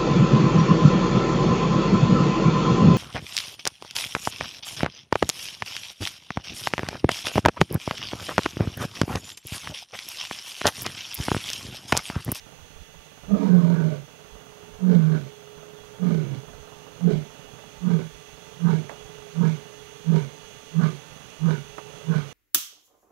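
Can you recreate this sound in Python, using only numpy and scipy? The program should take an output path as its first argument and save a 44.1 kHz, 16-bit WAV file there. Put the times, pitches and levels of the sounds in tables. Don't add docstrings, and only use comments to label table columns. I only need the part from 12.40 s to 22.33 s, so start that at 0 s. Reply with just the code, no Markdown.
import sys
import numpy as np
from scipy import signal
from scipy.fft import rfft, irfft, next_fast_len
from scipy.io import wavfile
from scipy.ndimage import uniform_filter1d, map_coordinates

SR = 44100
rng = np.random.default_rng(int(sys.argv[2]) if len(sys.argv) > 2 else 0)


def to_linear_factor(level_db):
    exponent = np.asarray(level_db, float) / 20
    return 10 ** exponent


def to_wav(sig):
    pcm = np.clip(np.atleast_2d(sig), -1, 1) * 32767
    pcm = np.round(pcm).astype(np.int16)
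    wavfile.write(sys.argv[1], SR, pcm.T)


N = 437913
TIME = np.arange(N) / SR

# full voice t/s, hold/s, chest tone level/dB, lowest throat resonance f/Hz, mouth opening level/dB
GRUNTS = [
    (4.657, 0.066, -15, 175, -21.5),
    (5.466, 0.091, -18, 180.3, -10.5),
    (6.255, 0.083, -17, 172, -10),
    (7.002, 0.067, -16.5, 170, -10),
    (7.704, 0.066, -16.5, 166.3, -11),
    (8.387, 0.056, -16.5, 169.3, -8.5),
    (9.052, 0.054, -18, 164.4, -8.5),
    (9.704, 0.061, -18.5, 165, -7),
]


def unit(x):
    return x / np.sqrt(np.mean(np.abs(x) ** 2) + 1e-20)


def curves(rows):
    s, *cols = np.transpose(rows)
    return [np.interp(TIME, s, c) for c in cols]


def wobble(rate, depth_db=None):
    coarse = np.arange(0, N + 64, 64)
    knots = rng.standard_normal(int(N * rate / SR) + 4)
    smooth = map_coordinates(knots, [coarse * rate / SR])
    return np.interp(np.arange(N), coarse, smooth if depth_db is None else to_linear_factor(depth_db * smooth))


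def along(points, hz):
    f, v = np.transpose(points)
    return np.interp(np.log(hz + 1), np.log(f + 1), v)


def noise(spectrum):
    m = next_fast_len(N)
    gain = to_linear_factor(along(spectrum + [(SR / 2, -120)], np.fft.rfftfreq(m, 1 / SR)))
    return unit(irfft(rfft(rng.standard_normal(m)) * gain, m)[:N])


def resonate(x, modes, shift=1, drift_db=0):
    turns = 2 * np.pi * np.cumsum(np.ones(N) * shift) / SR
    out = np.zeros(N)
    for hz, width_hz, db in modes:
        spin, pole = np.exp(1j * hz * turns), np.exp(-np.pi * width_hz / SR)
        still = signal.lfilter([1], np.convolve([1, -pole], [1, -pole ** 2]), x * spin.conj())
        still = still / np.sqrt(uniform_filter1d(np.abs(unit(still)), size=1800) + .2)
        out += to_linear_factor(db) * wobble(14, drift_db) * np.real(unit(still) * spin)
    return unit(out)


def puffs(rate, scatter, spread_db, life):
    beat = np.floor(np.cumsum(rate * (1 + scatter * wobble(30))) / SR)
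    starts = np.diff(beat, prepend=0) > 0
    draws = to_linear_factor(spread_db * rng.standard_normal(int(N * 120 / SR)))
    sizes = draws[np.clip(beat, 0, None).astype(int)]
    return unit(signal.lfilter([1], [1, -np.exp(-1 / (life * SR))], starts * sizes))


def engine(drone_db):
    # f/Hz, spectral level/dB per Hz
    body_spectrum = [(35, -46.5), (60, -19.5), (113, -6.5), (155, 1), (200, -11), (260, -10), (380, -14),
                     (450, -8.5), (650, -10.5), (1030, -16), (1370, -15), (2000, -27), (2600, -54)]
    firing_hz = 16.5 + 0.92 * TIME
    firing = puffs(firing_hz, scatter=0.033, spread_db=-2.5, life=0.026)
    throb = .9 + np.interp(TIME, [0, 9.9], [1.3, .3]) * firing
    stolen_db = 0.85 * np.clip(drone_db + 45.5, 0, None)
    level_db = -57.5 + 0.44 * TIME - stolen_db + 4.0 + 1.7 * wobble(3.04)
    return unit(noise(body_spectrum) * throb) * to_linear_factor(level_db)


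def knocks():
    # t/s, peak level/dB, body t60/s, crack level/dB
    hits = [
        (6.493, -31, .2, -1),
        (9.3805, -24, .07, -3),
    ]
    # f/Hz, width/Hz, level/dB
    panel = [(600, 710, 11.5), (840, 40, -9), (1093, 27, -1.5)]
    # f/Hz, width/Hz, level/dB
    crack = [(1300, 600, 0), (1750, 500, -1), (5500, 5500, -12)]

    def dying(s, db, t60):
        return np.clip((TIME - s) / 0.002, 0, 1) * to_linear_factor(db - 60 * np.clip(TIME - s, 0, 1) / t60)

    thud = sum(dying(s, db - 4.5, t60) for s, db, t60, _ in hits)
    snap = sum(dying(s, db + crack_db, 0.088 * t60) for s, db, t60, crack_db in hits)
    shake = rng.standard_normal(N)
    return thud * resonate(shake, panel) + snap * resonate(shake, crack)


def vehicle():
    # t/s, level/dB
    drone_levels = [(0, -66), (.7, -64), (1.68, -62), (1.8, -53.5), (2.2, -49.5), (3.3, -47), (4.3, -50.5),
                    (5.2, -54.5), (6, -53), (6.75, -46), (7.4, -48), (8.1, -52.5), (8.8, -62),
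                    (9.45, -45.5), (9.93, -53)]
    drone_db, = curves(drone_levels)
    turns = np.cumsum(418 + 2.42 * wobble(10)) / SR
    drone = np.sin(2 * np.pi * turns) * to_linear_factor(drone_db - 0.5 + 0.95 * wobble(21))
    return engine(drone_db) + drone + knocks()


def camera():
    # t/s, level/dB
    camera_levels = [(0, -55), (3.1, -55.5), (6.3, -52), (9.93, -50.5)]
    # f/Hz, spectral level/dB per Hz
    housing = [(880, -36), (1500, -1.5), (2030, -2.5), (2520, -1), (2600, 0.5), (2900, 2.5), (3070, -0.5),
               (3420, 2), (3810, -4.5), (5280, -8), (6420, 0), (7890, -15), (9700, -10.5), (11400, -22),
               (15700, -46.5)]
    order_db = [-62.5, -65.5, -72.5, -69.5, -74, -71.5, -66.5, -65.5, -65, -76, -74.5, -77]
    # f/Hz, level/dB rms
    gears = [(1168, -69.5), (1981, -75), (2627, -71), (3214, -74.5), (3370, -72.5), (3533, -73),
             (3585, -75), (5760, -75), (5981, -81.5), (6205, -68.5), (6255, -76), (6428, -71.5),
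             (6481, -71.5), (9588, -82.5)]
    motor_hz, orders = 222.6, np.array([2, 4, 8, 9, 10, 11, 12, 13, 15, 18, 19, 20])
    level_db, = curves(camera_levels)
    speed = np.cumsum(1 + .0006 * wobble(12)) / SR
    lines = np.zeros(N)
    for hz, db in [*zip(motor_hz * orders, order_db), *gears]:
        line = np.sin(2 * np.pi * (hz * speed + rng.random()))
        lines += to_linear_factor(db + 4.0) * wobble(25, depth_db=3.0) * line
    hiss = noise([(20, -65), (900, -17)] + housing[1:]) * to_linear_factor(0.37 * wobble(14))
    return to_linear_factor(level_db - 1.76) * hiss + to_linear_factor(level_db - level_db.mean() - 1.63) * lines


def wind():
    # t/s, peak level/dB
    gusts = [(.01, -39), (.22, -35), (.41, -33), (.58, -38), (.9, -30), (1.35, -56), (1.98, -43),
             (2.35, -35), (3.4, -48), (3.76, -40), (4.17, -28.5), (4.749, -29), (5.09, -40), (5.4, -39),
             (5.75, -36.5), (5.97, -45), (6.65, -46), (7.109, -58), (9.099, -42), (9.801, -40)]
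    # f/Hz, spectral level/dB per Hz
    buffet = [(15, -6.5), (30, -6.5), (50, 1), (90, -6.5), (140, -38.5), (250, -64)]
    # t/s, peak level/dB
    bumps = [
        (0.189, -46),
        (0.41, -34),
        (1.921, -31),
        (2.332, -44),
        (4.144, -54),
    ]
    calm_db, rise, fall = -53.5, 165, 210
    t = TIME[::64]
    level_db = np.max([db - np.maximum(rise * (s - t), fall * (t - s)) for s, db in gusts], axis=0)
    level_db = np.interp(TIME, t, level_db.clip(calm_db))
    pushes = np.zeros(N)
    for s, db in bumps:
        cycle = np.sin(2 * np.pi * 50 * (TIME - s)) * (TIME > s)
        pushes += to_linear_factor(db - 9.0) * cycle * np.exp(-np.abs(TIME - s) / 0.032)
    return to_linear_factor(level_db - 10.5) * unit(noise(buffet) * to_linear_factor(4.5 * wobble(18))) + pushes


def arch(chest_hz):
    roar_arches = [
        (0.933, 1.024, 1.12, 285, -7),
        (2.45, 2.524, 2.66, 250.6, -12.5),
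        (3.619, 3.687, 3.76, 238.4, -6),
    ]
    grunt_arches = [(s - 0.0249, s + 0.034, s + .11, 1.28 * hz, -12 - .8 * k)
                    for k, (s, _, _, hz, _) in enumerate(GRUNTS)]
    lift_hz, gain = np.zeros(N), np.zeros(N)
    for start, top, end, top_hz, db in roar_arches + grunt_arches:
        climb = np.interp(TIME, [start, top, end], [0, 1, 0])
        lift_hz += climb ** .8 * (top_hz - chest_hz)
        gain += to_linear_factor(db - 2.5 * climb) * np.clip(3 * climb, 0, 1)
    turns = np.cumsum((chest_hz + lift_hz) * (1 + 0.036 * wobble(70))) / SR
    return np.sqrt(2) * gain * to_linear_factor(2.6 * wobble(60)) * np.sin(2 * np.pi * turns)


def chest(chest_hz, phase, rasp_db, blows):
    # t/s, depth level/dB, half width/s
    slips = [(.965, 1.5, 0.02), (1.01, 11, 0.024), (1.077, 12, 0.015), (1.145, -4.5, 0.031),
             (1.224, 10, 0.0079), (1.47, 3, 0.0099), (2.491, 3, 0.0086), (2.53, 1.5, 0.0084),
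             (2.783, 12, 0.027), (3.652, 7, 0.0052), (3.7, 11, 0.0098), (4.71, 18, 0.013),
             (5.49, 11, 0.0087), (5.516, 21, 0.0055), (6.321, 7, 0.0063), (7.03, 8.5, 0.0077),
             (7.107, 1, 0.0048), (8.419, 28, 0.0066), (9.111, 3, 0.0042), (9.742, 28, 0.0094)]
    t = TIME[::16]
    slip_db = np.interp(TIME, t, sum(db * np.exp(-((t - s) / width) ** 2) for s, db, width in slips))
    rough = np.clip((rasp_db + 17) / 28, .025, .3)
    tone = np.sin(phase) + to_linear_factor(-31.0) * np.sin(2 * phase)
    tone = np.sqrt(2) * to_linear_factor(1.1 * wobble(50) - slip_db) * tone
    drive = blows + 0.81 * rng.standard_normal(N)
    rattle = resonate(drive, [(1, 34.2, 0), (1.4, 42.6, -5.5)], chest_hz)
    return np.sqrt(1 - rough) * tone + np.sqrt(rough) * rattle + arch(chest_hz)


def throat(drive, shut, depth):
    # f/Hz, width/Hz, level/dB
    middle = [(431.3, 57, 8.5), (315, 15, -8)]
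    # f/Hz, width/Hz, level/dB
    pharynx = [(626.4, 48, 0), (548, 13, -8.5), (703, 5.8, -21.5)]
    rasp = resonate(drive, middle, 1.014 - depth * shut ** 1.78, drift_db=3.0)
    late_db = 4 * shut ** 3
    pharynx_db = -7 - 0.85 * TIME + late_db / 2
    upper = resonate(drive, pharynx, 1 - depth * shut / 2, drift_db=2.7)
    return to_linear_factor(-late_db) * rasp + to_linear_factor(pharynx_db) * upper


def mouth(drive, shut):
    # f/Hz, width/Hz, level/dB
    mouth_open = [(823, 43, -8.5), (950, 78, 2), (1089, 107, 0), (1205, 106, 2.5), (1500, 370, -6)]
    # f/Hz, width/Hz, level/dB
    mouth_shut = [(953, 38, -7.5), (1165, 100, -4), (1488, 145, 4), (1647, 19, -6.5)]
    early = resonate(drive, mouth_open, drift_db=4.0)
    late = resonate(drive, mouth_shut, drift_db=4.0)
    return np.sqrt(1 - shut) * early + np.sqrt(shut) * late


def grunt(full, hold, db, hz):
    end = full + hold
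    dropped = end + .045
    s = [full - .06, full - .026, full, full + .034, end, dropped, dropped + .065, dropped + .065 + .035]
    scoop, sag, fall = .05, .065, .15
    lost = np.array([scoop, scoop / 2, 0, sag / 2, sag, (sag + fall) / 2, fall, fall])
    under_db = np.array([29, 7, 0, 2, 0, 13, 21, 36])
    air_under_db = np.array([22, 16.5, 11, 0, 2, 6, 15, 24])
    return list(zip(s, hz * (1 - lost), db - under_db, db - 16.5 - air_under_db))


def lion():
    # t/s, lowest throat resonance f/Hz, chest tone level/dB, air flow level/dB
    roars = [
        [(.883, 186.2, -37, -48.5), (.935, 197.2, -14.5, -38), (.96, 215, -23.5, -32.5),
         (1.036, 199.5, -24, -28), (1.104, 177, -19.5, -33.5), (1.33, 169, -17.5, -33), (1.45, 158, -21, -34.5),
         (1.55, 150, -33, -37), (1.64, 136, -45, -58)],
        [(2.401, 179, -46.5, -52), (2.429, 182.2, -22.5, -47.5), (2.469, 184.5, -14.5, -37),
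         (2.533, 178.6, -16.5, -29), (2.561, 170.8, -13.5, -35.5), (2.669, 153.3, -20.5, -40),
         (2.761, 157.6, -20, -33.5), (2.823, 136.4, -33, -42.5), (2.88, 140, -45, -43.5)],
        [(3.597, 178, -38, -55), (3.625, 184, -22.5, -39.5), (3.658, 178, -22.5, -36.5), (3.716, 169, -21, -33),
         (3.754, 159.2, -20, -36), (3.812, 156.3, -31, -39.5), (3.852, 137.1, -29.5, -39),
         (3.972, 133, -30.5, -42.5), (4.02, 130.8, -50, -55)],
    ]
    # f/Hz, width/Hz, level/dB
    breath_modes = [(2270, 300, 8.5), (3120, 230, -3.5), (3630, 1760, 8), (5290, 2700, -6)]
    calls = roars + [grunt(*row[:-1]) for row in GRUNTS]
    rows = []
    for call in calls:
        first, last = call[0], call[-1]
        rows += [(first[0] - .03, first[1], -75, -85), *call, (last[0] + 0.03927, last[1], -75, -85)]
    chest_hz, chest_db, air_db = curves(rows)

    edges = [row[0] for call in calls for row in (call[0], call[-1])]
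    shut = np.interp(TIME, edges, [0, 1] * len(calls))
    sink = [0.099, 0.13, 0.46] + [.16] * len(GRUNTS)
    depth = np.interp(TIME, edges, np.repeat(sink, 2))
    opening = [-14, -13.5, -15.5] + [row[-1] for row in GRUNTS]
    opening_db = np.interp(TIME, edges, np.repeat(opening, 2))

    rasp_db = air_db - chest_db
    snarl_db = opening_db - 3 * shut + (1 - .3) * rasp_db
    trailing_air_db = np.interp(TIME - 0.023, TIME, air_db)
    breath_db = -53.5 + 0.91 * TIME + 0.93 * (trailing_air_db + 33) - chest_db

    flaps = puffs(45 * np.ones(N), scatter=.25, spread_db=2.5, life=0.011)
    blows = unit(np.diff(flaps, prepend=0).clip(0))
    phase = 2 * np.pi * np.cumsum(chest_hz * (1 + 0.01977 * wobble(45))) / SR
    air = unit(rng.standard_normal(N) * (0.8 + 0.3 * np.sin(phase)) * (1.3 + flaps))

    voice = chest(chest_hz, phase, rasp_db, blows)
    voice = voice + to_linear_factor(rasp_db + 0.5) * throat(air + .5 * blows, shut, depth)
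    voice = voice + to_linear_factor(snarl_db) * mouth(air + 0.33 * blows, shut)
    voice = voice + to_linear_factor(breath_db) * resonate(air, breath_modes, drift_db=1.0)
    head = signal.butter(4, 100, "high", fs=SR, output="sos")
    radiated = signal.sosfilt(head, to_linear_factor(chest_db - 0.56) * voice)
    under = shut * to_linear_factor(-29 + 4 * wobble(20)) * np.sin(phase / 2)
    return to_linear_factor(chest_db) * under + radiated


def bush(x):
    # f/Hz, t60/s
    ground = [(100, 0.39), (500, 0.26), (2000, 0.51), (8000, 0.22)]
    hz, t, z = signal.stft(rng.standard_normal(SR // 3), SR, nperseg=256)
    tail = signal.istft(z * to_linear_factor(-60 * t / along(ground, hz)[:, None]), SR, nperseg=256)[1]
    return signal.fftconvolve(x, tail / np.linalg.norm(tail))[:N]


def scene():
    background = vehicle() + camera() + wind()
    voice = lion()
    heard = background + voice + to_linear_factor(-18) * bush(voice)
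    return np.array([np.zeros(N), to_linear_factor(5) * heard])


def top_cut(x):
    return signal.sosfilt(signal.butter(12, 16230, fs=SR, output="sos"), x)


def record(dry):
    # f/Hz, level/dB rms
    clock = [(387.8, -109), (775.6, -64.5), (1924.2, -117), (2943.4, -108), (4867.7, -74.5),
             (12435.1, -67.5), (14359.2, -78), (15624.1, -73.5)]
    tones = sum(to_linear_factor(db + 1) * np.sin(2 * np.pi * hz * TIME) for hz, db in clock)
    hiss = to_linear_factor([[-60], [-70]]) * rng.standard_normal((2, N))
    held = dry / (1 + np.abs(dry / .6) ** 4) ** (1 / 4)
    wired = held + hiss + to_linear_factor([[-1.5], [-18]]) * tones
    limited = irfft(rfft(wired) * (np.fft.rfftfreq(N, 1 / SR) < 15760), N)
    return top_cut(limited)


dry = scene()
out = record(dry)
to_wav(out)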